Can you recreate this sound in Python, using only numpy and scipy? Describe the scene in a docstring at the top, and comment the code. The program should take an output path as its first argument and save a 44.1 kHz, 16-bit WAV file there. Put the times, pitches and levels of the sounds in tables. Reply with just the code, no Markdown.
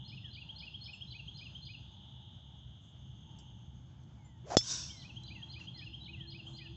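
"""A golf drive off an open tee: the shaft sheds eddies and swishes, the hollow metal head cracks and
rings, and a stand of trees throws the ring back. Club, tee and shoes tick and brush.
A wren repeats one quick phrase through the leaves, a second bird slurs downward, a third chips.
A cicada buzzes with its clicking ribs, a katydid throbs, and far engines rumble under it all."""
import sys
import numpy as np
from scipy import signal
from scipy.fft import rfft, irfft
from scipy.io import wavfile
from scipy.ndimage import uniform_filter1d

SR = 44100
rng = np.random.default_rng(int(sys.argv[2]) if len(sys.argv) > 2 else 0)


def store_wav(level_fs):
    """Save 16-bit WAV to argv[1]."""
    pcm = np.round(np.clip(np.atleast_2d(level_fs), -1, 1) * 32767)
    wavfile.write(sys.argv[1], SR, pcm.T.astype(np.int16))


N = 298303
T = np.arange(N) / SR

# pressure pulse spectrum: (frequency [Hz], relative level [dB])
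BLOW_SPECTRUM = [(20, -33), (50, -11), (90, .5), (250, 2.5), (550, 0), (800, -5), (1020, -29), (1300, -17),
                 (1550, -22), (1900, -12.5), (2600, -21), (4000, -20.5), (6000, -17), (8000, -26.5)]
# club head modes: (frequency [Hz], relative level [dB], t60 [s])
HEAD_MODES = [(3428, -2, .115), (3640, -19, .07), (4388, -9, .075), (4603, -18, .1), (5150, -8, .11),
              (5205, 0, .17), (5385, -15, .09), (5510, -13, .13), (5600, -10, .05), (5985, -12, .12),
              (6260, -17, .16), (6712, -14, .08), (6940, -16, .07), (7250, -12, .08), (7520, -22, .09)]
# light touch on metal: (frequency [Hz], level [dB], t60 [s])
CLINK_MODES = [(4820, -64, .1), (5517, -66, .1), (7265, -65, .14)]
# club, tee, shoes: (time [s], level [dB], centre [Hz], width [Hz], t60 [s])
HANDLING_TICKS = [(3.389, -64, 6500, 3500, 0.045), (4.035, -70, 5000, 4000, 0.026),
                  (4.611, -47, 2000, 1300, 0.019), (5.2347, -55.5, 5600, 2500, 0.02),
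                  (5.597, -57, 2500, 3500, 0.065), (5.623, -63, 2500, 3500, 0.057)]
# shoes, clothes: (time [s], length [s], level [dB], centre [Hz], width [Hz])
HANDLING_SCUFFS = [(2.79, .15, -81, 6700, 1400), (5.55, .13, -70, 860, 2500), (5.58, .1, -72, 6100, 1500),
                   (6.43, .17, -68, 695, 1000), (6.43, .19, -74, 6700, 1400)]
# wren phrases: (start [s], span to last syllable [s], level [dB], top pitch [Hz])
WREN_PHRASES = [(-.028, .192, -49, 5150), (.238, 0.17, -47, 4820), (0.484, 0.18, -45, 5140),
                (.734, 0.19, -44.5, 5380), (1.005, 0.18, -45, 4590), (1.271, 0.18, -46.5, 5000),
                (1.544, .19, -46.5, 5020), (4.628, .195, -54.5, 4940), (4.892, .196, -49, 4690),
                (5.157, .19, -46.5, 4627), (5.417, .182, -46, 4920), (5.667, .19, -46, 5090),
                (5.928, 0.2, -45.5, 4230), (6.196, 0.19, -47, 5084), (6.46, .19, -47.5, 4985)]
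# rise, hold, flick, plunge, low rise, fall: (place in span [0-1], length [s], start pitch [Hz],
# turn pitch [Hz], end pitch [Hz], place of turn [0-1], top pitch tracking [0-1], relative level [dB])
WREN_SYLLABLES = [(0, 0.0302, 2655, 3149, 3344, .42, .05, 2.5),
                  (0.354, 0.039, 4007, 4142, 4244, .35, .35, -5.5),
                  (0.524, 0.019, 4180, 5127, 4710, 0.8, .95, -9),
                  (0.624, .021, 4484, 3438, 2903, 0.4, .15, -1.5),
                  (.742, .036, 2165, 2483, 2592, .45, .05, -3.5),
                  (.995, .03, 2950, 2872, 2585, 0.4, .05, -0.5)]
# second bird: (time [s], top pitch [Hz], relative level [dB], length [s])
BIRD_SLURS = [(0.229, 2047, -66.5, 0.08), (4.162, 2360, -75.5, 0.25), (4.869, 2455, -65, 0.2),
              (5.344, 2250, -65, 0.096), (5.747, 2175, -65, 0.11), (6.164, 2144, -66, 0.12),
              (6.58, 2185, -64, 0.11)]
# third bird: (time [s], pitch [Hz], relative level [dB])
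BIRD_CHIPS = [(.925, 7410, -71), (4.24, 7160, -69)]
# cicada band: (frequency [Hz], relative level [dB])
CICADA_SPECTRUM = [(2300, -42), (2650, -23.5), (2950, -2.5), (3250, 0), (3600, -4), (3900, -19),
                   (4500, -48.5)]
# cicada effort: (time [s], level [dB], click rate [Hz])
CICADA_CURVE = [(0, -58.5, 205), (1, -62.5, 208), (2.2, -60.5, 213), (3, -66, 205), (3.45, -63.5, 199),
                (3.8, -72.5, 207), (4.2, -76.5, 205), (4.6, -68.5, 203), (6.76, -62, 205)]
# far engines: (frequency [Hz], relative level [dB])
RUMBLE_SPECTRUM = [(20, -32.5), (38, -20.5), (52, -12.5), (66, 1), (85, -2), (120, 2), (160, -4.5),
                   (200, -8), (250, -16), (330, -19.5), (450, -33.5), (700, -64)]
# rumble loudness: (time [s], level [dB])
RUMBLE_CURVE = [(0, -52), (.8, -55), (1.25, -52.5), (2.8, -56), (3.05, -52), (4.3, -54), (5.05, -51),
                (5.95, -50.5), (6.76, -52.5)]
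# wash of air: (frequency [Hz], relative level [dB])
AIR_SPECTRUM = [(200, -17), (400, -6.5), (650, 2), (860, 0.5), (1100, -4), (1550, -6), (1900, -12),
                (2600, -12.5), (4200, -15.5), (5500, -18), (7300, -19.5), (8200, -40.5)]

IMPACT_S = 4.569
WREN_TOP_HZ = 5043


def drive():
    """Club hits ball. The head rushes at the trees ahead, so their echo is pitched above the side's."""
    t = np.arange(SR // 2) / SR
    direct, ahead, aside = np.zeros((3, N))
    contact = gain_of(-19.5 - 60 * t / .0069) * band(2900, 4500, len(t))
    doppler = 1 + np.clip((t - .018) * .92, 0, .07)  # head swings toward the listener
    add(direct, IMPACT_S, contact)
    add(direct, IMPACT_S + .0005, blow())
    add(direct, IMPACT_S, head_ring(doppler))
    crack = noise([(500, -7.5), (1600, -5.5), (2900, -11), (4600, 4.5), (6500, 7.5), (8300, -22)], len(t))
    crack *= gain_of(-5 - 60 * t / .029)
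    add(ahead, IMPACT_S, spread_ring(1.05, 1.1, len(t)) + crack)
    add(aside, IMPACT_S, spread_ring(1, 1.08, len(t)) + crack)
    return direct + gain_of(-19.5) * tree_echo(ahead, aside)


def blow(size=4096, peak_db=-2):
    """Ball squashed and released: one minimum-phase pressure pulse."""
    log_gain = np.log(gain_at(BLOW_SPECTRUM, abs(np.fft.fftfreq(size, 1 / SR))))
    pulse = np.fft.ifft(np.exp(np.conj(signal.hilbert(log_gain)))).real
    return -gain_of(peak_db) * pulse / abs(pulse).max()


def head_ring(doppler):
    """Hollow head: Doppler-shifted main modes plus a dense clatter of short ones."""
    t = np.arange(len(doppler)) / SR
    warped_s = np.cumsum(doppler) / SR
    modes = sum(gain_of(db - 60 * t / t60_s) * np.sin(2 * np.pi * (hz * warped_s + rng.random()))
                for hz, db, t60_s in HEAD_MODES)
    clatter = noise([(1000, -29), (2400, -19), (4500, -2), (5700, 3.5), (7300, 3.5), (8300, -20)], len(t))
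    clatter *= gain_of(-60 * t / .085)
    attack = 1 - np.exp(-t / .0005)
    return (gain_of(-22.5) * modes + gain_of(-27) * clatter) * attack


def spread_ring(low, high, size):
    """Ring sent over a fan of directions, each with its own Doppler factor."""
    return sum(head_ring(np.full(size, doppler)) for doppler in np.linspace(low, high, 12))


def tree_echo(ahead, aside, tree_line_s=.14, depth_s=.1):
    """Echo builds to the tree line, holds through the stand, dies. Side trees answer later."""
    delay_s = np.arange(SR) / SR
    beyond_s = delay_s - tree_line_s
    rise_db = 203.5 * np.minimum(beyond_s, 0)
    sag_db = 31 * np.clip(beyond_s, 0, depth_s)
    fall_db = 100 * np.maximum(beyond_s - depth_s, 0)
    returns = gain_of(rise_db - sag_db - fall_db)
    side_share = np.clip(delay_s / .28, 0, 1)
    return scatter(ahead, returns * (1 - side_share)) + gain_of(-5) * scatter(aside, returns * side_share)


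def swish(fastest_s=4.54, width_s=.098, top_hz=785, lock_s=4.504, end_s=4.551):
    """Shaft eddies rise with speed, lock into a louder tone, die at the ball. Head hisses near top speed."""
    speed_octaves = -((T - fastest_s) / width_s) ** 2 / np.log(2)
    hz = top_hz * 2 ** speed_octaves
    unlocked_db = 8 * np.clip((lock_s - T) / .004, 0, 1)
    late_s = np.maximum(T - end_s, 0)
    fade_db = 12 * np.minimum(late_s / .008, 1) + 300 * late_s
    db = -35.5 + 13 * speed_octaves - unlocked_db - fade_db
    phase = phase_of(hz * (1 + .08 * band(0, 160)))
    eddies = unit_rms((1.2 + band(0, 190)) * np.sin(phase) + band(0, 190) * np.cos(phase))
    wake = noise([(100, -10), (350, 4.5), (900, .5), (1300, -2), (2200, -8.5), (4000, -20.5), (8200, -39)])
    hiss = noise([(1500, -18), (3500, -5.5), (5800, 3), (7200, 0), (8200, -20)])
    hiss *= np.clip((db + 59.5) / 6, 0, 1)
    return gain_of(db) * (gain_of(-1.5) * eddies + gain_of(-9.5) * wake + gain_of(-14.5) * hiss)


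def handling():
    """Dry ticks of club, tee and shoes; soft brushes of shoes and clothes."""
    out, t = np.zeros(N), np.arange(SR // 4) / SR
    for time_s, db, hz, width_hz, t60_s in HANDLING_TICKS:
        add(out, time_s, gain_of(db - 60 * t / t60_s) * band(hz, width_hz, len(t)))
    for time_s, length_s, db, hz, width_hz in HANDLING_SCUFFS:
        size = round(length_s * SR)
        envelope = gain_of(db + 1.5 * band(0, 120, size)) * signal.windows.tukey(size, .6)
        add(out, time_s, envelope * band(hz, width_hz, size))
    return out


def clink(time_s=3.387):
    """Light touch on metal as the club is taken back."""
    out, t = np.zeros(N), np.arange(SR // 2) / SR
    for hz, db, t60_s in CLINK_MODES:
        add(out, time_s, gain_of(db - 60 * t / t60_s) * np.sin(2 * np.pi * hz * t))
    return out


def wren():
    """One phrase, repeated. Leaves scatter high pitches more."""
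    direct, scattered = np.zeros((2, N))
    for start_s, span_s, phrase_db, top_hz in WREN_PHRASES:
        for place, length_s, start_hz, turn_hz, end_hz, turn, tracking, db in WREN_SYLLABLES:
            time_s = start_s + place * span_s
            shift = (top_hz / WREN_TOP_HZ) ** tracking
            hz, note = syllable(length_s, start_hz * shift, turn_hz * shift, end_hz * shift, turn)
            leaves_db = 5.5 + 16 * np.log2(hz / WREN_TOP_HZ)
            if time_s >= 0:
                add(direct, time_s, gain_of(phrase_db + db) * note)
                add(scattered, time_s, gain_of(phrase_db + db + leaves_db) * note)
    return direct + foliage(scattered, t60_s=.35)


def syllable(length_s, start_hz, turn_hz, end_hz, turn):
    """Pitch runs to a rounded turn, then eases out. High notes get more random tilt."""
    u = np.linspace(0, 1, round(length_s * SR), endpoint=False)
    run_hz = start_hz + (turn_hz - start_hz) * u / turn
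    ease_hz = end_hz + (turn_hz - end_hz) * ((1 - u) / (1 - turn)) ** 1.6
    hz = uniform_filter1d(np.where(u < turn, run_hz, ease_hz), round(.004 * SR))
    tilt = .025 * (turn_hz / WREN_TOP_HZ) ** 2 * rng.uniform(-1.01, 1)
    hz *= 1 + tilt * (2 * u - 1)
    swell = np.sin(np.pi * u ** 1.246) ** .95
    return hz, whistle(hz, swell)


def whistle(hz, envelope, waver_hz=29.5, flutter_hz=70, flutter_db=2.25):
    """Pure bird tone, unsteady in pitch and level."""
    t = np.arange(len(hz)) / SR
    waver = 1 + .011 * np.sin(2 * np.pi * (waver_hz * t + rng.random()))
    flutter = gain_of(flutter_db * np.sin(2 * np.pi * (flutter_hz * t + rng.random())))
    return envelope * flutter * np.sin(phase_of(hz * waver)) * signal.windows.tukey(len(t), .15)


def far_birds(chip_s=.06, attack_s=.014, t60_s=.22):
    """Thin chips and soft down-slurs through the leaves."""
    out, t = np.zeros(N), np.arange(0, chip_s, 1 / SR)
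    chip_envelope = np.minimum(t / attack_s, 1) * gain_of(-60 * np.maximum(t - attack_s, 0) / t60_s)
    for time_s, hz, db in BIRD_CHIPS:
        add(out, time_s, whistle(np.full(len(t), hz), gain_of(db) * chip_envelope))
    for time_s, top_hz, db, length_s in BIRD_SLURS:
        u = np.arange(0, length_s, 1 / SR) / length_s
        hz = top_hz * (1 - .24 * u ** .76)
        envelope = gain_of(db - 5.8 * u) * signal.windows.tukey(len(u), .35)
        add(out, time_s, envelope * np.sin(phase_of(hz)))
    return gain_of(1.5) * out + gain_of(-8.5) * foliage(out, t60_s=.25)


def foliage(call, t60_s, far_t60_s=1.3):
    """Near leaves and trunks smear a call; far trees add a faint long tail."""
    t = np.arange(SR) / SR
    onset = 1 - np.exp(-t / .0037)
    return scatter(call, onset * (gain_of(-60 * t / t60_s) + gain_of(-12 - 60 * t / far_t60_s)))


def cicada():
    """Fast rib clicks make a stack of wavering harmonics; other cicadas blur into a band behind."""
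    db, click_hz = follow(CICADA_CURVE)
    phase = phase_of(click_hz * (1 + .01184 * band(0, 61.3)))
    near = sum(gain_at(CICADA_SPECTRUM, k * click_hz.mean()) * np.cos(k * phase + 2 * np.pi * rng.random())
               for k in range(12, 21))
    chorus = gain_of(-1.5) * noise(CICADA_SPECTRUM)
    return gain_of(db) * unit_rms(unit_rms(near) + chorus)


def katydid(first_s=1.45, period_s=1.93, width_s=.4):
    """High buzz: uneven throb, evenly paced swells."""
    buzz = band(6380, 460) + .52 * band(6540, 70)
    throb = gain_of(1.7 * band(9.1, 7.6))
    from_peak_s = (T - first_s + period_s / 2) % period_s - period_s / 2
    swell = np.exp(-(from_peak_s / width_s) ** 2)
    return unit_rms(buzz * throb) * gain_of(-85 + 8 * swell)


def rumble():
    """Uneven low noise of far engines."""
    db, = follow(RUMBLE_CURVE)
    return unit_rms(noise(RUMBLE_SPECTRUM) * gain_of(.9 * band(0, 18))) * gain_of(db)


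def air_and_road(passing_s=5.15, width_s=.42):
    """Wash of air and murmur of a far road; both swell once as traffic passes."""
    passing_db = 3 * np.exp(-((T - passing_s) / width_s) ** 2)
    air = noise(AIR_SPECTRUM) * gain_of(-73.5 + 1.3 * band(0, 14))
    road = unit_rms(band(865, 130) * gain_of(4 * band(0, 6))) * gain_of(-76)
    return (air + road) * gain_of(passing_db)


def engine(throttle_s=4.8, width_s=.37, idle_hz=63.6, working_hz=66.66):
    """One far engine opens up: firing rate rises, the fifth harmonic emerges."""
    throttle = 1 / (1 + np.exp((throttle_s - T) / width_s))
    firing_hz = idle_hz + (working_hz - idle_hz) * throttle
    phase = phase_of(firing_hz * (1 + .011 * band(0, 30)))
    drone = gain_of(-59.5 + .5 * throttle) * (np.sin(2 * phase) + .49 * np.sin(phase))
    fifth = gain_of(-86 + 22.5 * throttle) * np.sin(5 * phase)
    return (drone + fifth) * gain_of(4.1 * band(0, 25))


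def gain_of(db):
    """Decibels to amplitude."""
    return 10 ** (np.asarray(db) / 20)


def unit_rms(x):
    """Scale to rms 1."""
    return x / np.sqrt(np.mean(x ** 2) + 1e-20)


def phase_of(hz):
    """Running phase [rad]."""
    return 2 * np.pi * np.cumsum(hz) / SR


def follow(curve):
    """Each value column of a curve, per sample."""
    time_s, *columns = np.transpose(curve)
    return [np.interp(T, time_s, column) for column in columns]


def gain_at(spectrum, hz):
    """Spectrum gain, interpolated in log frequency."""
    points_hz, db = np.transpose(spectrum)
    return gain_of(np.interp(np.log(hz + 1), np.log(points_hz + 1), db))


def add(mix, time_s, sound):
    """Mix a sound in at time_s."""
    part = mix[round(time_s * SR):][:len(sound)]
    part += sound[:len(part)]


def noise(spectrum, size=N):
    """Shaped noise, rms 1."""
    shape = gain_at(spectrum, np.fft.rfftfreq(size, 1 / SR))
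    return unit_rms(irfft(rfft(rng.standard_normal(size)) * shape, size))


def band(hz, width_hz, size=N):
    """Bell-shaped noise band, rms 1; at 0 Hz, a random wobble."""
    bell = np.exp(-2 * ((np.fft.rfftfreq(size, 1 / SR) - hz) / width_hz) ** 2)
    return unit_rms(irfft(rfft(rng.standard_normal(size)) * bell, size))


def scatter(x, envelope):
    """Many small reflections under an envelope."""
    taps = rng.standard_normal(len(envelope)) * envelope
    return signal.oaconvolve(x, taps / np.linalg.norm(taps))[:N]


def scene():
    """All sources, mono."""
    background = rumble() + air_and_road() + engine() + cicada() + katydid()
    birds = wren() + far_birds()
    golfer = swish() + drive() + handling() + clink()
    return (golfer + birds + background)[None]


def record(dry, cutoff_hz=8250):
    """Steep low-pass."""
    taps = signal.firwin(201, cutoff_hz, window=("kaiser", 8), fs=SR)
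    return signal.oaconvolve(dry, taps[None], "same")


dry = scene()
out = record(dry)
store_wav(out)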